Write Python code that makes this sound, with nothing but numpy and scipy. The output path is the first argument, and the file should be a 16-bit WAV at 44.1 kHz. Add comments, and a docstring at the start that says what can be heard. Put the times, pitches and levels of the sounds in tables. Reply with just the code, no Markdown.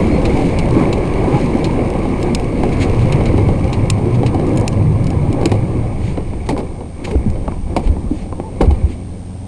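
"""An open-wheel racing car coasts to a halt, heard from a microphone bolted to its frame.
At first the road shakes the chassis, wind buffets the microphone and the slick tyres hiss and fling grit.
From about 3 s the tyres drum on coarse asphalt and the idling engine comes through.
As the car slows to walking pace the suspension knocks, clinks and thumps over bumps; it stops near 9 s.
Rubber and brakes squeak now and then, and a faint electronic whine runs throughout."""
import sys
import numpy as np
from scipy import signal
from scipy.fft import rfft, irfft, next_fast_len
from scipy.io import wavfile
from scipy.ndimage import uniform_filter1d, map_coordinates

SR = 44100
rng = np.random.default_rng(int(sys.argv[2]) if len(sys.argv) > 2 else 0)


def bounce(signal):
    """Save signal as a 16-bit WAV file at the path given by the first command-line argument."""
    frames = np.transpose(np.atleast_2d(signal))
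    limited = np.clip(frames, -1, 1)
    pcm = np.round(limited * 32767).astype(np.int16)
    wavfile.write(sys.argv[1], SR, pcm)


N = 417627
TIME = np.arange(N) / SR


def amp(db):
    """Decibels to gain."""
    return 10 ** (np.asarray(db) / 20)


def unit(x):
    """Scale to rms 1."""
    return x / np.sqrt(np.mean(x ** 2) + 1e-20)


def curves(rows):
    """One value per sample for each column after the time."""
    times_s, *columns = np.transpose(rows)
    return [np.interp(TIME, times_s, column) for column in columns]


def swell(centre_s, sigma_s):
    """Bell curve in time, peak 1."""
    return np.exp(-.5 * ((TIME - centre_s) / sigma_s) ** 2)


def wobble(rate_hz):
    """Smooth random curve with rate_hz knots a second."""
    return map_coordinates(rng.standard_normal(int(N * rate_hz / SR) + 4), [TIME * rate_hz / SR])


def colour(x, spectrum):
    """Minimum-phase filter through (Hz, dB) points, falling away outside them."""
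    size = 2 * next_fast_len((len(x) + 8192) // 2)
    hz, db = np.transpose(spectrum)
    log_hz = np.log(np.fft.rfftfreq(size, 1 / SR) + 1)
    gain_db = np.interp(log_hz, np.log(np.r_[hz[0] / 2, hz, hz[-1] * 2]), np.r_[db[0] - 20, db, -120])
    cepstrum = irfft(np.log(amp(gain_db)))
    cepstrum[1:size // 2] *= 2
    cepstrum[size // 2 + 1:] = 0
    return irfft(rfft(x, size) * np.exp(rfft(cepstrum)), size)[:len(x)]


def noise(spectrum, lumps_db, lumps_hz, patchy_db):
    """Coloured noise of rms 1, driven in random lumps, with bands swelling at random."""
    lumpy = rng.standard_normal(N) * amp(lumps_db * wobble(lumps_hz))
    frames = signal.stft(lumpy, nperseg=1024)[2]
    patches = uniform_filter1d(rng.standard_normal(frames.shape), size=4, axis=0)
    patches = uniform_filter1d(patches, size=6, axis=1)
    drive = signal.istft(frames * amp(patchy_db * unit(patches)), nperseg=1024)[1][:N]
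    return unit(colour(drive, spectrum))


def blow(spectrum, t60_s):
    """A sharp contact chatters out through a resonant body; peak 1."""
    t = TIME[:SR // 4]
    force = rng.standard_normal(len(t)) * amp(-60 * t / t60_s)
    force[0] += 5
    ring = colour(force, spectrum)
    return ring / np.abs(ring).max()


def ringing(modes):
    """Damped (Hz, dB, t60) modes, slightly different in pitch and strength at each strike."""
    t = TIME[:SR // 4]
    return sum(amp(db + rng.normal(0, 0.8) - 60 * t / t60_s)
               * np.sin(2 * np.pi * hz * rng.normal(1, 0.017) * t) for hz, db, t60_s in modes)


def add(track, start_s, sound):
    """Mix a sound in at start_s."""
    part = track[int(start_s * SR):][:len(sound)]
    part += sound[:len(part)]


# Rolling noise. Each row: time in seconds, chassis rumble in dB, tyre hiss in dB.
ROLL_LEVELS = [(0, -15, -32.5), (.6, -17, -35.5), (1.4, -16.5, -35.5), (2.5, -20, -39),
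               (2.82, -17.5, -34.5), (3.7, -20, -39), (4.25, -20.5, -42.5), (4.55, -17, -40),
               (4.9, -23.5, -43.5), (5.45, -20, -42), (6.35, -31, -47), (6.6, -27.5, -48),
               (6.92, -37.5, -57), (7.05, -26.5, -45.5), (7.4, -30.5, -50), (7.63, -24, -47.5),
               (7.82, -29, -50.5), (8.35, -33.5, -57.5), (8.72, -30, -47), (9.47, -32.5, -59)]
# Rough and smooth asphalt. Each row: centre in seconds, extra level in dB.
ROAD_PATCHES = [(.38, 2), (.81, 5), (1.02, 0), (1.27, 1.5), (1.36, 2.5), (1.46, -1.5), (1.56, 0),
                (1.66, -0.5), (1.8, 1.5), (2.28, 4), (2.53, -0.5), (2.7, 1.5), (3.14, 2.5), (7.62, -12.5)]
# Chassis rumble. Each row: frequency in Hz, gain in dB.
CHASSIS_SPECTRUM = [(94, -40), (160, -3.5), (273, -1), (360, -1), (405, -6.5), (461, -6), (535, -7),
                    (651, -14.5), (771, -13.5), (921, -17.5), (1050, -17.5), (1280, -27.5), (1410, -38.5),
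                    (1700, -30), (2210, -75), (3740, -120)]
def rolling():
    """The road shakes chassis and tyres together; these and the wind drop as the wheels stop."""
    rumble_db, hiss_db = curves(ROLL_LEVELS)
    heave_hz, halt_s, halt_db = 2.4, 8.88, -7.5
    heave_db = 0.5 * amp(-slowdown_db()) * np.cos(2 * np.pi * heave_hz * (TIME - 0.4))  # body on springs
    patches_db = sum(db * swell(centre_s, 0.044) for centre_s, db in ROAD_PATCHES)
    uneven_db = (2.5 + 0.056 * slowdown_db()) * wobble(36)
    road_db = heave_db + patches_db + uneven_db
    chassis = amp(rumble_db + road_db) * noise(CHASSIS_SPECTRUM, lumps_db=1, lumps_hz=190, patchy_db=2)
    hiss = amp(hiss_db + 0.62 * road_db) * (tyre_hiss() + panel_chatter())
    drum = amp(0.47 * road_db) * tyre_drum()
    halt = amp(halt_db * np.clip((TIME - halt_s) / 0.18, 0, 1))
    return halt * (chassis + hiss + drum + wind())


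def slowdown_db():
    """Fall of the rumble below its full-speed level."""
    cruise_db = -17
    return cruise_db - curves(ROLL_LEVELS)[0]


# Bumps. Each row: start in seconds, level in dB, relative clack level in dB.
BUMPS = [(1.951, -12, -30), (2.054, -11, -31), (2.634, -8.5, -15.5), (3.209, -6, -26), (3.38, -6.5, -32),
         (3.488, -7.5, -24), (4.232, -6, -24), (4.346, -9.5, -21), (4.397, -9.5, -25), (5.413, -11, -19),
         (5.431, -12, -18), (5.457, -6.5, -10), (5.517, -4, -14.5), (6.174, -10.5, -27), (6.49, -9.5, -7),
         (6.507, -10.5, -18.5), (6.566, -19, -21), (6.577, -14, -14.5), (6.59, -17, -15), (6.602, -16, -21),
         (6.807, -19, -31), (7.073, -15, -22), (7.111, -14, -12.5), (7.358, -18.5, -38), (7.765, -3.5, -15),
         (7.874, -15, -16), (8.4, -20, -30), (8.607, -13.5, -33), (8.613, -1.5, -17), (8.709, -11.5, -18.5)]
# Joint knock, metallic clack, dry first contact. 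Each row: frequency in Hz, gain in dB.
KNOCK_SPECTRUM = [(60, -25.5), (150, 2.5), (280, 1), (450, -2), (560, -5), (660, -10), (800, -7),
                  (950, -17), (1100, -17), (1300, -29), (1500, -34), (3000, -52)]
CLACK_SPECTRUM = [(900, -17), (1500, -16.5), (2200, 1.5), (3300, -12.5), (4500, -8.5), (6000, -20),
                  (8300, -15.5), (11500, -21.5)]
CRACK_SPECTRUM = [(400, -5), (750, 5.5), (1100, -5), (1500, -11), (2300, -11), (4600, -28.5), (8000, -38)]
# Steel links. Each row: frequency in Hz, level in dB, t60 in seconds.
STEEL_MODES = [(406, -15, 0.05), (564, -15, 0.048), (783, -5, 0.11), (1042, -13, 0.046),
               (2200, -18.5, 0.092), (2990, -18.5, 0.045), (3900, -23, 0.072)]
def suspension_knocks():
    """Bumps knock the joints and ring the links; a slower wheel takes longer over a bump."""
    out = np.zeros(N)
    knock_t60_s = 0.059 * 2 ** (slowdown_db() / 12.5)
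    for start_s, db, clack_db in BUMPS:
        t60_s = np.interp(start_s, TIME, knock_t60_s)
        add(out, start_s, amp(db + 0.5) * blow(KNOCK_SPECTRUM, t60_s))
        add(out, start_s, amp(db - 11.5) * ringing(STEEL_MODES))
        add(out, start_s, amp(db + clack_db + 3.5) * blow(CLACK_SPECTRUM, 0.54 * t60_s))
        add(out, start_s, amp(db - 12) * blow(CRACK_SPECTRUM, t60_s=0.014))
        for k, rebound_db in enumerate((-14, -13.5)):  # the slack joint rebounds twice
            delay_s = 0.018 * (k + .5 + rng.random())
            rattle = blow(KNOCK_SPECTRUM, t60_s) + amp(-15) * ringing(STEEL_MODES)
            rattle += amp(clack_db) * blow(CLACK_SPECTRUM, 0.59 * t60_s)
            add(out, start_s + delay_s, amp(db + rebound_db) * rattle)
    return out


# Frame jolts. Each row: start in seconds, relative level in dB, pitch in Hz.
JOLTS = [(1.55, -1, 235), (1.59, -4, 287), (3.34, -3, 318), (5.43, -4.5, 360), (5.458, -5, 333),
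         (5.518, -3.5, 340), (7.152, 0.5, 65), (7.152, -4.5, 291), (7.262, -3, 208), (7.274, -2, 103),
         (7.799, -11, 260), (7.856, -0.5, 36.7), (7.893, 1, 74.3), (8.041, -13, 216), (8.112, -4.5, 263),
         (8.607, -4, 400), (8.617, -1, 43), (8.674, 5.5, 75), (8.716, 0, 71.6), (8.836, 2.5, 70.4),
         (8.901, -16, 260)]
def frame_thumps():
    """Jolts set the frame bouncing; low ones ring longer."""
    out, t = np.zeros(N), TIME[:SR // 2]
    for start_s, db, hz in JOLTS:
        t60_s = 0.089 * (100 / hz) ** 0.7
        attack = 1 - np.exp(-2.2 * hz * t)
        add(out, start_s, amp(db + 3.5 - 60 * t / t60_s) * attack * np.sin(2 * np.pi * hz * t))
    return out


# Linkage hits. Each row: start in seconds, relative level in dB, t60 in seconds, pitch in Hz.
LINK_HITS = [(2.636, -6.5, .011, 840), (6.335, -21, 0.021, 900), (6.49, -16, 0.11, 872),
             (6.566, -18, .05, 1000), (6.812, -25, 0.023, 875), (7.48, -11.5, .037, 1110),
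             (7.521, -16, .016, 1060), (7.765, -6.5, 0.036, 900), (7.967, -20.5, .05, 830),
             (8.326, -18.5, 0.036, 1035), (8.400, -13, 0.01, 790), (8.61, -8.5, 0.073, 798)]
# Link contact. Each row: frequency in Hz, gain in dB.
CLINK_SPECTRUM = [(200, 10.5), (550, 2), (760, 2.5), (900, -1), (1100, -6), (1300, -32), (1800, -42),
                  (2300, -19), (3500, -51), (10000, -43)]
# Link modes. Each row: multiple of the pitch, level in dB.
LINK_MODES = [(.81, -10), (1, 5.5), (1.15, -18), (2.4, -26)]
def linkage_clinks():
    """A loose link strikes and rings."""
    out = np.zeros(N)
    for start_s, db, t60_s, hz in LINK_HITS:
        modes = [(ratio * hz, mode_db, t60_s) for ratio, mode_db in LINK_MODES]
        add(out, start_s, amp(db + 2.5) * blow(CLINK_SPECTRUM, t60_s) + amp(db - 7.5) * ringing(modes))
    return out


# Drumming. Each row: time in seconds, level in dB.
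DRUM_LEVELS = [(0, -21), (.9, -19.5), (2.5, -28), (2.8, -18.5), (3.05, -18), (4, -18), (4.5, -17),
               (4.9, -15.5), (6.05, -22.5), (6.3, -34), (6.9, -44)]
# Tyre carcass. Each row: frequency in Hz, gain in dB.
CARCASS_SPECTRUM = [(60, -43), (88, -0.5), (107, -2.5), (126, -1.5), (145, -5), (165, -7.5), (230, -16),
                    (400, -65)]
def tyre_drum():
    """Coarse asphalt drums on the tyre carcasses."""
    return amp(curves(DRUM_LEVELS)[0]) * noise(CARCASS_SPECTRUM, lumps_db=2, lumps_hz=18, patchy_db=2)


# Tyre loading. Each row: centre in seconds, level in dB, pitch in Hz, sigma in seconds.
LOAD_SURGES = [(3.04, -10.5, 119.6, 0.065), (3.14, -8.5, 145, 0.023), (3.38, -12.5, 100.4, 0.043),
               (3.824, -12.5, 105.3, .055), (4.156, -8, 123.6, 0.032), (4.255, -12, 118.6, 0.05),
               (4.6, -15, 105.5, 0.031), (4.792, -10.5, 104, 0.029), (4.873, -13, 158.5, 0.055),
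               (4.95, -9.5, 108.8, 0.025), (5.245, -14.5, 150.5, 0.046), (5.495, -13, 104, 0.092),
               (5.8, -15, 121, .06), (6.043, -10.5, 111.2, 0.013)]
def tyre_drone():
    """Cornering load sets the air in the tyres booming on a wavering pitch."""
    phase_per_hz = 2 * np.pi * np.cumsum(1 + 0.018 * wobble(20)) / SR
    return sum(amp(db) * swell(centre_s, sigma_s) * np.sin(hz * phase_per_hz + 2 * np.pi * rng.random())
               for centre_s, db, hz, sigma_s in LOAD_SURGES)


# Tread hiss. Each row: frequency in Hz, gain in dB.
HISS_SPECTRUM = [(900, -5.5), (1400, -9), (1700, -8), (1980, -1.5), (2260, 2), (2520, -3.5), (3300, -12.5),
                 (4200, -13), (5200, -18), (5800, -24.5), (6800, -18.5), (7450, -23.5), (8400, -20),
                 (11500, -28.5)]
def tyre_hiss():
    """Grainy hiss of the tread; uneven load shifts its colour a little."""
    return amp(-2) * noise(HISS_SPECTRUM, lumps_db=3.5, lumps_hz=520, patchy_db=1.2)


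def panel_chatter(taps_per_s=110, mode_hz=2237, t60_s=0.012, scatter_db=3.5):
    """A loose body panel taps irregularly, ringing one stiff mode."""
    t = TIME[:SR // 16]
    taps = (rng.random(N) < taps_per_s / SR) * amp(scatter_db * np.tanh(rng.standard_normal(N)))
    attack = 1 - np.exp(-t / 0.00091)
    mode = amp(-60 * t / t60_s) * attack * np.sin(2 * np.pi * mode_hz * t)
    return amp(-4) * unit(signal.fftconvolve(taps, mode)[:N])


# Larger stones. Each row: start in seconds, relative level in dB, t60 in seconds, favoured pitch in Hz.
STONE_HITS = [(.253, -16.5, 0.079, 4100), (0.588, -16, .054, 4400), (.928, -15, 0.059, 3800),
              (1.644, -16, 0.068, 4160), (2.229, -19, 0.015, 4400), (2.3488, -8.5, .02, 5130),
              (3.124, -16.5, 0.051, 2600), (3.257, -19, 0.11, 4100), (3.73, -16.5, 0.079, 4070),
              (3.901, -4.5, 0.021, 9000), (4.263, -17, 0.086, 4400), (4.493, -31, 0.018, 5000),
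              (4.561, -28, .008, 8400), (4.582, -26, .007, 9300), (4.728, -31, .04, 3400),
              (4.468, -29, 0.018, 8400), (4.574, -16, 0.021, 9400), (4.599, -23, .007, 9300),
              (4.612, -24, 0.0077, 9300), (4.679, -8, 0.012, 5500), (5.043, -26.5, 0.013, 5000),
              (5.069, -23.5, 0.028, 4960), (5.104, -24, .023, 5000), (5.328, -23.5, 0.02, 8400),
              (5.457, -8.5, 0.01, 5500), (7.302, -28.5, 0.0089, 2400)]
# Stone on bodywork. Each row: frequency in Hz, gain in dB.
STONE_SPECTRUM = [(600, -5), (1050, 2), (1550, -8.5), (2400, 6.5), (2900, 3.5), (3450, -5.5), (4100, 1.5),
                  (4650, -5), (5150, -5), (5800, -9), (6600, -6), (7500, -16), (8350, -2.5), (9300, -14.5),
                  (10300, -12), (12000, -13)]
# Struck panel. Each row: frequency in Hz, level in dB, t60 in seconds.
PANEL_MODES = [(2300, -13, 0.037), (4150, -23, 0.034), (5220, -15, 0.029), (7020, -10, 0.031),
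               (7960, -21, 0.047)]
# Sand spray. Each row: time in seconds, grains a second.
SAND_RATES = [(4.5, 70), (6, .6)]
def grit():
    """Sticky tyres fling stones, pebbles and a thinning spray of sand at the bodywork."""
    out = np.zeros(N)
    hz, stone_db = np.transpose(STONE_SPECTRUM)
    for start_s, db, t60_s, favoured_hz in STONE_HITS:
        tilt_db_per_octave = 2.5 * np.log2(0.039 / t60_s)  # longer chatter is duller
        lift_db = 4.5 * np.exp(-.5 * (np.log2(hz / favoured_hz) / 0.19) ** 2)
        spectrum = np.c_[hz, stone_db + tilt_db_per_octave * np.log2(hz / 5000) + lift_db]
        add(out, start_s, amp(db + 1.5) * blow(spectrum, t60_s) + amp(db - 4.5) * ringing(PANEL_MODES))
    for start_s in rng.uniform(0, 4, size=18):  # pebbles while the car is fast
        add(out, start_s, amp(rng.normal(-24, 2.8)) * blow(STONE_SPECTRUM, t60_s=.014))
    grains = rng.random(N) < curves(SAND_RATES)[0] / SR
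    scatter_db = np.minimum(7.8 * rng.standard_normal(N), 8.5)
    hiss_db = curves(ROLL_LEVELS)[1]
    sand = grains * amp(hiss_db + 2.5 + scatter_db)
    return out + signal.fftconvolve(sand, blow(STONE_SPECTRUM, t60_s=0.018))[:N]


# Scuffs. Each row: centre in seconds, level in dB, sigma in seconds.
SCUFF_SWELLS = [(0.453, -40.5, 0.14), (1.415, -39, 0.081), (2.732, -35, .008), (2.825, -27, 0.017),
                (3.018, -38.5, 0.02), (4.152, -37, 0.0092), (6.072, -41.5, 0.05), (6.468, -39, 0.0044),
                (7.052, -27.5, 0.0047), (7.082, -41.5, 0.027), (7.856, -44, 0.023), (8.187, -46, 0.054),
                (8.915, -44, 0.022)]
# Sliding rubber. Each row: frequency in Hz, gain in dB.
SCUFF_SPECTRUM = [(1400, -0.5), (2400, 11), (3300, 2.5), (4400, 3), (5800, -8.5), (6800, -0.5), (7500, -9),
                  (8400, -2), (10300, -17.5), (11500, -10)]
def tyre_scuffs():
    """Rubber slides briefly on the asphalt."""
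    rub = sum(amp(db) * swell(centre_s, sigma_s) for centre_s, db, sigma_s in SCUFF_SWELLS)
    return rub * noise(SCUFF_SPECTRUM, lumps_db=4, lumps_hz=500, patchy_db=0)


# Squeaks. Each row: start in seconds, length in seconds, top pitch in Hz, fractional sag, level in dB.
SLIPS = [(0.1, 0.099, 4280, 0.025, -39), (0.348, 0.12, 770, 0.072, -21), (1.317, 0.085, 837, 0.12, -17),
         (1.315, 0.059, 133.7, 0.28, -8), (1.52, 0.11, 348, 0.052, -16), (6.519, 0.035, 288, 0.12, -11.5),
         (6.538, 0.025, 530, .12, -22), (7.12, 0.046, 430.6, 0.21, -14.5), (8.1, 0.067, 311, 0.11, -20),
         (8.426, 0.077, 896, 0.13, -30), (8.604, 0.053, 482, 0.28, -17), (8.695, 0.029, 840, .08, -23.5)]
def squeaks():
    """Rubber and brakes stick and slip; the pitch rises and sags with the load."""
    out = np.zeros(N)
    grip = amp(4 * wobble(130))
    for start_s, length_s, top_hz, sag, db in SLIPS:
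        load = 1 - np.clip(2 * (TIME - start_s) / length_s - 1, -1, 1) ** 2
        pitch_hz = top_hz * (1 - sag * (1 - load))
        slip_rad = 1.7 * wobble(150 + top_hz / 2.5)
        out += amp(db) * load * np.sin(2 * np.pi * np.cumsum(pitch_hz) / SR + slip_rad)
    return grip * out


# Idle. Each row: time in seconds, firing rate in Hz, exhaust level in dB.
IDLE_CURVE = [(0, 120, -48), (2.6, 122, -35.5), (3.05, 122, -27), (3.45, 106, -29), (4.5, 105, -23),
              (4.9, 104, -27), (5.5, 103, -27), (6.1, 101, -29), (6.8, 88, -34), (7.5, 90, -29),
              (8.1, 89, -28), (8.45, 89, -30), (8.9, 89, -28), (9.47, 89.3, -27)]
# Exhaust note. Each row: multiple of the firing rate, relative level in dB.
EXHAUST_ORDERS = [(.25, -15), (.5, -18), (.75, -13), (1, 2.5), (1.25, -9), (1.75, -18), (2, -13.5),
                  (2.25, -17), (3, -11), (3.25, -20), (4, -25), (5, -24)]
# Engine clatter. 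Each row: frequency in Hz, gain in dB.
CLATTER_SPECTRUM = [(60, 2.5), (180, 4), (300, -8.5), (480, -10.5), (640, -12), (780, -8.5), (1000, -22),
                    (1400, -27.5), (2300, -27.5), (4600, -30.5), (8500, -35), (11000, -37.5)]
def engine(wander=.014, flutter_db=2.5, idle_db=-30.5):
    """Closed throttle: an uneven exhaust note, with clatter pulsing at each firing."""
    firing_hz, exhaust_db = curves(IDLE_CURVE)
    phase = 2 * np.pi * np.cumsum(firing_hz * (1 + wander * wobble(25))) / SR
    note = sum(amp(db + flutter_db * wobble(18)) * np.sin(order * phase + 2 * np.pi * rng.random())
               for order, db in EXHAUST_ORDERS)
    clatter = colour(rng.standard_normal(N) * (1 + 0.22 * np.cos(phase)), CLATTER_SPECTRUM)
    clatter_db = -35 + 0.11 * (exhaust_db - idle_db)
    return amp(exhaust_db + 1.7 * wobble(12)) * unit(note) + amp(clatter_db) * unit(clatter)


# Buffeting. 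Each row: time in seconds, level in dB.
WIND_LEVELS = [(0, -16.5), (1.6, -21), (3.5, -16.5), (4, -22), (6.6, -21.5), (6.9, -32.5), (7.3, -15.5),
               (7.6, -21.5), (8.25, -23), (8.45, -30.5), (8.8, -20), (9.47, -35)]
# Wind and mount shake. Each row: frequency in Hz, gain in dB.
WIND_SPECTRUM = [(4, -19), (12, -5.5), (35, -7.5), (75, -8.5), (130, -17.5), (220, -20)]
def wind():
    """Air buffets the microphone and its mount shakes slowly."""
    return amp(curves(WIND_LEVELS)[0]) * noise(WIND_SPECTRUM, lumps_db=7, lumps_hz=12, patchy_db=0)


def whine(tone_hz=8654, flip_hz=33.1):
    """Electronics whistle, the tone flipping its sign at a steady rate."""
    return amp(-50.5) * np.sin(2 * np.pi * tone_hz * TIME) * np.sign(np.sin(2 * np.pi * flip_hz * TIME))


def scene():
    """Everything that reaches the one microphone."""
    road = rolling() + tyre_drone() + grit() + tyre_scuffs()
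    bumps = suspension_knocks() + linkage_clinks() + frame_thumps()
    return (road + bumps + squeaks() + engine() + whine())[None]


def record(dry):
    """The input clips on the big jolts; the treble rolls off into a steep band limit."""
    clipped = np.clip(dry, -.71, .71)
    hz = np.fft.rfftfreq(N, 1 / SR)
    roll_off = amp(np.interp(hz, [10300, 12000], [0, -16]))
    return irfft(rfft(clipped) * roll_off * (hz < 12150), N)


dry = scene()
out = record(dry)
bounce(out)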